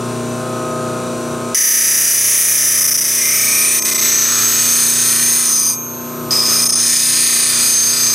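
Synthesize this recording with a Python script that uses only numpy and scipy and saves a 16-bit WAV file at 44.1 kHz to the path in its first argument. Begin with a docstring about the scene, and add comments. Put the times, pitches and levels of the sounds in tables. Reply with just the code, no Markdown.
"""Grinding a tool at the workshop bench

A camera's two microphones stand close to a bench grinder humming at thirty turns a second. A steel tool
meets the metal wheel twice. The same grits pass under the edge on every turn, so the hiss buzzes; its
resonances shift as the tool is rolled and sharpen as the push eases. The wheel rings on when the tool
lifts, and the camera's limiter pushes the hum down under the grinding."""
import sys
import numpy as np
from scipy import signal
from scipy.fft import rfft, irfft
from scipy.io import wavfile
from scipy.ndimage import uniform_filter1d, map_coordinates

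SR = 44100
rng = np.random.default_rng(int(sys.argv[2]) if len(sys.argv) > 2 else 0)


def log_audio(samples):
    """Write samples as a 16-bit WAV file to the path given in sys.argv[1]."""
    # one column per channel
    frames = np.atleast_2d(samples).T
    # limit to full scale, then quantise
    limited = np.clip(frames, -1, 1)
    pcm = np.round(limited * 32767).astype(np.int16)
    wavfile.write(sys.argv[1], SR, pcm)


N = 358974
TIME = np.arange(N) / SR


# How closely the edge keeps its track. Each row: time in seconds, likeness of successive turns (0-1).
TRACK = [(1.7, 1), (2.6, 0.68), (4.2, 0.82), (5, 0.81), (6, 0.33), (7.8, 0.86)]
# The grip tunes the shank and damps the top of the hiss.
# Each row: time in seconds, shank resonance in Hz, gain above 13 kHz in dB.
GRIP = [(1.6, 4950, 6), (3.5, 5130, 1), (4.2, 4870, -1.5), (5.4, 5240, -3.5), (5.72, 4940, 7),
        (6.35, 5077, 1), (6.9, 5170, -6), (7.4, 4750, -8), (8.1, 4930, -10)]
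# Steady peaks and dips of the tool and its rest. Each row: centre in Hz, width in Hz, gain in dB.
STEEL = [(880, 110, -2), (1790, 110, 5), (2090, 60, 3), (2420, 60, 3), (2880, 70, -3), (3550, 110, 2),
         (4200, 110, 3), (4500, 90, -3), (6900, 120, 2), (10900, 120, 2), (11620, 140, -6),
         (12450, 200, -4), (13900, 280, 5), (15100, 200, -3), (15600, 150, 3)]

def scrape(turns, db=-6, shank_width_hz=200, shank_damping=1.46, ring_hz=5050, echo_s=.00164):
    """Close up and dead centre, grits strike the edge and excite the tool's resonances."""
    grits = surface(turns, follow(TRACK)[0])
    hz, t, spectrum = signal.stft(grits, SR, nperseg=512, noverlap=384)
    hz = hz[:, None]
    force_db = force(t)
    place, free_db = hold(t)
    shank_hz, top_db = follow(GRIP, t)
    shank_db = free_db + response(place, 8.7, 2.36, 1.2, (0.51, 0.072, -6.5), (0.832, 0.015, 2.6))
    colour_db = force_db + edge_colour(hz, place) + tool_resonances(hz, place, force_db)
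    colour_db += top_db * np.clip((hz - 11800) / 1200, 0, 1)
    colour_db += (shank_db - shank_damping * force_db) * bell(hz, shank_hz, shank_width_hz)
    colour_db += blade_song(hz, t) + peaks(STEEL, hz)
    radiation = hz ** 2 / (hz ** 2 + 260 ** 2)  # a small tool gives off little bass
    bench = 1 + 0.22 * np.exp(-2j * np.pi * hz * echo_s)  # the bench top throws the hiss back
    spectrum = spectrum * gain_of(colour_db) * radiation * bench
    hiss = signal.istft(spectrum, SR, nperseg=512, noverlap=384)[1][:N]
    hiss *= skipping(turns) * contact()
    shank_ring = signal.lfilter(*signal.iirpeak(ring_hz, Q=450, fs=SR), hiss)
    return gain_of(db) * (hiss + 1.12 * shank_ring)


# The hiss of the tip and of the flank on the wheel. Each row: frequency in Hz, gain in dB.
TIP_COLOUR = [(800.0, -13), (1700.0, 0), (2800.0, 2), (4200.0, -6), (4900.0, 0.7), (7000.0, 5.5),
              (8100.0, 3.5), (9200.0, 11.5), (11200.0, 13.5), (11600.0, -14), (12400.0, 7), (13300.0, -1.5),
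              (14500.0, -14), (15700.0, -3)]
FLANK_COLOUR = [(700.0, -25.5), (1200.0, -8.5), (2600.0, -0.5), (3200.0, -3), (4100.0, 2), (7000.0, 0.2),
                (8400.0, 2.8), (9400.0, -6), (10400.0, -6), (11100.0, -7), (12600.0, 1.5), (13800.0, -2),
                (15000.0, -1), (15700.0, -22)]

def edge_colour(hz, place):
    """The colour of the hiss in dB as the tool rolls from tip to flank."""
    flank = on_flank(place)
    return (1 - flank) * read(TIP_COLOUR, hz) + flank * read(FLANK_COLOUR, hz)


# The tool's damped modes. Each row: pitches in Hz (start of tip, end of tip, corner), rise in Hz per dB
# of force, width in Hz, damping in dB per dB of force, arguments of response().
TOOL_MODES = [((2300, 1200, 1650), 50, 253, 1.87, (1, 1, -2.5, (0.608, 0.027, 8.5))), ((1930, 2130, 3670),
              16, 160, 0.3, (4.4, 0, 0, (0.461, 0.033, 12.8))), ((6030, 5940, 6570),
              28, 415, 1.45, (14.9, 4.2, -18, (0.582, 0.022, 9.4), (0.838, 0.017, 8.1))),
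              ((5700, 9300, 9370), 15, 402, 0.88, (1, 20.7, -35, (0.571, 0.065, -22),
              (0.501, 0.032, 12.1)))]

def tool_resonances(hz, place, force_db, widening=0.16):
    """The tool's peaks in dB: a harder push raises their pitch, widens them and damps them."""
    colour_db = 0
    for pitches_hz, rise, width, damping, answer in TOOL_MODES:
        centre = np.interp(place, [0, TIP_ENDS, 1], pitches_hz) + rise * force_db
        peak_db = response(place, *answer) - damping * force_db
        colour_db += peak_db * bell(hz, centre, width * gain_of(widening * force_db))
    return colour_db


# Spells of singing. Each row: middle and half length in seconds, pitch in Hz, boost in dB.
SINGS = [(3.258, 0.15, 2047, 14.5), (3.953, 0.38, 2033, 21), (5.35, 0.32, 1970, 8)]

def blade_song(hz, t, width_hz=37):
    """The blade sings thinly for a while: a narrow peak, in dB, swells and fades."""
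    return sum(db * arch(middle, half, t) * bell(hz, pitch, width_hz)
               for middle, half, pitch, db in SINGS)


# Passes on the wheel. Each row: touch, lift and time taken to lift in seconds, place on the edge
# at touch and at lift (0 tip, 1 far corner), shank boost in dB.
PASSES = [(1.546, 5.77, .07, 0.085, 0.878, -2.5), (6.308, 8.3, .05, 0.93, 0.626, 6)]
TIP_ENDS, FLANK_BEGINS, CORNER_BEGINS = 0.35, 0.53, 0.864

def contact(bite=0.093, settle_s=0.012):
    """About 1 while the edge touches the wheel: it bites hard at once and lifts gradually."""
    touching = np.zeros(N)
    for on, off, lift_s, *_ in PASSES:
        landing = np.clip((TIME - on) / 0.00025, 0, 1) * (1 + bite * np.exp(-abs(TIME - on) / settle_s))
        touching += landing * np.clip((off - TIME) / lift_s, 0, 1)
    return touching


def hold(t):
    """The tool rolls evenly: the place that touches the wheel, and how freely the shank rings (dB)."""
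    path = []
    for on, off, _, first, last, shank_db in PASSES:
        path += [(on, first, shank_db), (off, last, shank_db)]
    return follow(path, t)


def on_flank(place):
    """0 while the tip is ground, 1 on the flank."""
    return np.clip((place - TIP_ENDS) / (FLANK_BEGINS - TIP_ENDS), 0, 1)


def response(place, tip_db, flank_db, corner_db, *spots):
    """A mode's answer in dB to a strike here; spots are nodes and antinodes (place, reach, dB)."""
    corner = np.clip((place - CORNER_BEGINS) / (1 - CORNER_BEGINS), 0, 1)
    return tip_db + (flank_db - tip_db) * on_flank(place) + corner_db * corner + peaks(spots, place)


# The hand's push. Each row: time in seconds, force in dB (0 is firm).
PUSH = [(1.55, -2), (2.45, 1.5), (3.2, -2.5), (3.6, -4.5), (4.25, -2), (4.8, -3), (5.38, -3), (5.7, -12.5),
        (6.33, -12.5), (6.55, -7.5), (6.75, -8), (6.95, 0.5), (7.45, -0.5), (8.1, -4)]

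def force(t):
    """Force on the wheel in dB: the push, less what is lost while the tool chatters."""
    return follow(PUSH, t)[0] - sum(db * arch(middle, half, t) for middle, half, _, db in CHATTER)


# The hold slackens and the tool skips once a turn. Each row: middle and half length in seconds,
# share of the turn off the wheel, force lost in dB.
CHATTER = [(2.928, 0.2, 0.26, 2), (3.822, 0.048, 0.89, 6), (3.957, 0.097, 0.33, 3.5),
           (6.696, 0.081, 0.48, 2.5)]

def skipping(turns, low_spot_s=2.938, runout=0.12):
    """The wheel runs slightly out of true: the edge loses it at the low spot and lands the harder."""
    from_low_spot = abs((turns - np.interp(low_spot_s, TIME, turns) + .5) % 1 - .5)
    gap = np.clip(sum(off * arch(middle, half, TIME) for middle, half, off, _ in CHATTER), 0, 1)
    touching = np.clip((from_low_spot - gap / 2) / .07 + 1, .19, 1)
    return touching * (1 - runout * np.cos(2 * np.pi * from_low_spot)) / np.sqrt(1 - gap / 2)


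def surface(turns, likeness, grits_per_turn=1475):
    """Roughness round the wheel, read once a turn; each turn keeps a share of the one before."""
    count = int(turns[-1]) + 2
    keep = np.clip(np.interp(np.arange(count), turns, likeness), 0, .99)
    grits = rng.standard_normal((count, grits_per_turn))
    for k in range(1, count):
        grits[k] = keep[k] * grits[k - 1] + np.sqrt(1 - keep[k] ** 2) * grits[k]
    return unit_rms(map_coordinates(grits.ravel(), [turns * grits_per_turn], order=5, mode="nearest"))


# The wheel's four families of modes. Each row: seconds to fall 60 dB, blur under the edge in Hz,
# arguments of response().
WHEEL_FAMILIES = [(1.1, 7.8, (-19.5, -15, -14, (0.69, 0.087, 6.9))),
                  (1.17, 8.1, (-23.5, -16, -4, (0.53, 0.24, 2.5))),
                  (0.18, 63, (-23, -22.5, -5.9, (.6, 0.15, 10.4))),
                  (2.56, 11, (-12, -18.5, -10, (0.24, 0.24, 3.5)))]
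# Each row: one family's modes, as pairs of pitch in Hz and relative level in dB.
WHEEL_MODES = [
    [(6340, 0)],
    [(6511, -1), (11090, -15), (11300, -16), (2405, -16)],
    [(7803, -1)],
    [(11934, -2), (12077, -2)],
]

def wheel(flutter=0.63, force_share=0.23):
    """The wheel's modes store energy: they flutter under the grits and ring clean once the tool is off."""
    blur = np.clip(flutter * uniform_filter1d(contact(), size=2000), 0, 1)
    drive = contact() * gain_of(force_share * force(TIME))
    place, out = hold(TIME)[0], np.zeros(N)
    for (t60, blur_hz, answer), modes in zip(WHEEL_FAMILIES, WHEEL_MODES):
        keep = gain_of(-60 / (t60 * SR)) ** 2
        power = (drive * gain_of(response(place, *answer))) ** 2
        level = np.sqrt(signal.lfilter([1 - keep], [1, -keep], power))
        for hz, mode_db in modes:
            swing = np.sqrt(1 - blur ** 2) + blur * (drift(blur_hz).real + 1j * drift(blur_hz).real)
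            out += level * gain_of(mode_db) * (swing * phasor(hz * TIME)).real
    return np.sqrt(2) * out


# Tones of motor and bench. Each row: multiple of the shaft speed, base level in dB.
SHAFT_ORDERS = [(4, -33.5), (5, -38), (6, -47), (8, -28), (9, -64), (10, -46), (11, -36.5), (12, -34),
                (13, -35.5), (14, -47.5), (15, -39), (17, -35.5), (21, -36.5), (22, -43.5), (23, -43),
                (24, -70), (26, -42.5), (30, -42), (34, -48.5), (35, -34.5), (37, -44), (38, -59)]
# Hands move between motor and microphones. Each row: time in seconds, level shift in dB.
HAND_SHADING = [(0, 1.5), (.75, 7.5), (1.45, 3), (2.3, 5.5), (3.1, 4.5), (4.1, 0.5), (5.7, -2.5), (6.6, 2),
                (7.1, -1.5), (8.1, 1)]
# How each pitch follows that shift. Each row: frequency in Hz, share (negative goes the other way).
SHADING_SHARE = [(120, 0.37), (240, -0.54), (400, 0.6), (630, 1.04), (1050, -0.44)]

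def motor(turns, mains_hz=120, mains_null_s=3.88, whine_order=42, slip_hz=1.053, beat_peak_s=0.73):
    """Shaft tones: the lowest beats with the mains hum, and one whine beats with the rotor's slip."""
    shade_db, out = follow(HAND_SHADING)[0], np.zeros(N)
    sway = [1 + 0.1 * drift(rate_hz=14).real for _ in range(3)]
    lag = mains_hz * TIME - SHAFT_ORDERS[0][0] * turns
    throb = 1 - 0.44 * phasor(lag - np.interp(mains_null_s, TIME, lag))
    for k, (order, db) in enumerate(SHAFT_ORDERS):
        tone = phasor(order * turns + rng.random()) * (throb if k == 0 else 1)
        share = read(SHADING_SHARE, order * SHAFT_SPEED[0][1])
        out += gain_of(db + share * shade_db) * sway[k % 3] * tone.real
    beat = unit_rms(1 + .7 * phasor(slip_hz * (TIME - beat_peak_s)))
    out += gain_of(-31.5 + 0.41 * shade_db) * (beat * phasor(whine_order * turns)).real
    return np.sqrt(2) * out


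# Air stirred by the wheel, and bearing noise. Each row: frequency in Hz, relative level in dB.
AIR_COLOUR = [(20, -19), (60, -13), (130, 3), (400, 0.5), (800, -8), (1100, -4.5), (1450, -2.5),
              (1900, -17), (5000, -18), (6100, -16), (8700, -14.5), (11000, -25.5), (13000, -30),
              (16000, -32)]
# Resonances of the wheel guard and bearings. Each row: centre in Hz, width in Hz, gain in dB.
GUARD = [(2520, 300, 5.5), (4020, 350, 4), (5940, 160, 8.5), (7000, 92, 5.5), (8560, 230, 4.5),
         (10300, 130, 8.5), (11600, 200, 9)]

def air(turns, db=-27.5, likeness=0.67):
    """Behind the hum, a rush that partly repeats with each turn and sizzles in the guard."""
    hz = np.fft.rfftfreq(N, 1 / SR)
    colour_db = read(AIR_COLOUR, hz) + peaks(GUARD, hz)
    rush = surface(turns, np.full(N, likeness))
    return gain_of(db) * unit_rms(irfft(rfft(rush) * gain_of(colour_db), N))


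def workshop(x, t60=0.028, band_hz=(180, 4000)):
    """A short dull tail from the cluttered room, different at each microphone."""
    t = np.arange(SR // 3) / SR
    taps = rng.standard_normal((2, len(t))) * gain_of(-60 * t / t60) * (t > .002)
    taps /= np.linalg.norm(taps, axis=1, keepdims=True)
    wet = signal.fftconvolve(x[None], taps, axes=1)[:, :N]
    return signal.lfilter(*signal.butter(1, band_hz, "bandpass", fs=SR), wet)


def gain_of(db):
    return 10 ** (np.asarray(db) / 20)


def unit_rms(x):
    return x / np.sqrt(np.mean(abs(x) ** 2) + 1e-20)


def phasor(cycles):
    return np.exp(2j * np.pi * cycles)


def follow(rows, t=TIME):
    """The columns of a curve table at times t."""
    seconds, *columns = np.transpose(rows)
    return [np.interp(t, seconds, column) for column in columns]


def read(points, hz):
    """A spectrum table at the frequencies hz."""
    f, value = np.transpose(points)
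    return np.interp(np.log(hz + 1), np.log(f + 1), value)


def drift(rate_hz):
    """Slow complex noise of rms 1."""
    f = np.fft.fftfreq(N, 1 / SR)
    spectrum = np.fft.fft(rng.standard_normal(N))
    return unit_rms(np.fft.ifft(spectrum * (f > 0) * np.exp(-(f / rate_hz) ** 2)))


def bell(x, centre, width):
    """The shape of a damped resonance, 1 at its centre."""
    return np.exp(-.5 * ((x - centre) / width) ** 2)


def peaks(rows, x):
    """Bell-shaped peaks and dips, summed in dB."""
    return sum(db * bell(x, centre, width) for centre, width, db in rows)


def arch(middle, half, t):
    """Rises from 0 to 1 and falls back, over `half` seconds on each side of the middle."""
    return np.clip(1 - ((t - middle) / half) ** 2, 0, 1)


# The shaft sags under load. Each row: time in seconds, turns per second.
SHAFT_SPEED = [(0, 29.95), (1.55, 29.95), (1.7, 29.89), (5.6, 29.89), (5.85, 29.95), (6.35, 29.95),
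               (6.9, 29.92), (8.14, 29.92)]

def scene(lean_left_db=0.66, room_db=-12.0):
    """Close to the two microphones: tool in the middle, motor a touch left, a little room behind."""
    turns = np.cumsum(follow(SHAFT_SPEED)[0]) / SR
    machine = motor(turns) + air(turns)
    tool = scrape(turns) + wheel()
    pan = gain_of([[lean_left_db], [-lean_left_db]])
    return machine * pan + tool + gain_of(room_db) * workshop(machine + tool)


def record(dry, limit_db=-11.5, recovery_db_per_s=11, top_hz=15850):
    """The camera's limiter looks just ahead and recovers slowly; peaks are rounded, the top is cut."""
    power_db = 10 * np.log10(abs(uniform_filter1d((dry ** 2).mean(0), size=440)) + 1e-12)
    fall_db = TIME * recovery_db_per_s
    held_db = np.maximum.accumulate(power_db + fall_db) - fall_db
    over_db = np.maximum(held_db - limit_db, 0)
    ducked = dry / gain_of(uniform_filter1d(over_db, size=220))
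    rounded = ducked / (1 + (ducked / .82) ** 6) ** (1 / 6)
    lowpass = signal.firwin(511, top_hz, window=("kaiser", 9), fs=SR)
    return signal.oaconvolve(rounded, lowpass[None], "same")


dry = scene()
out = record(dry)
log_audio(out)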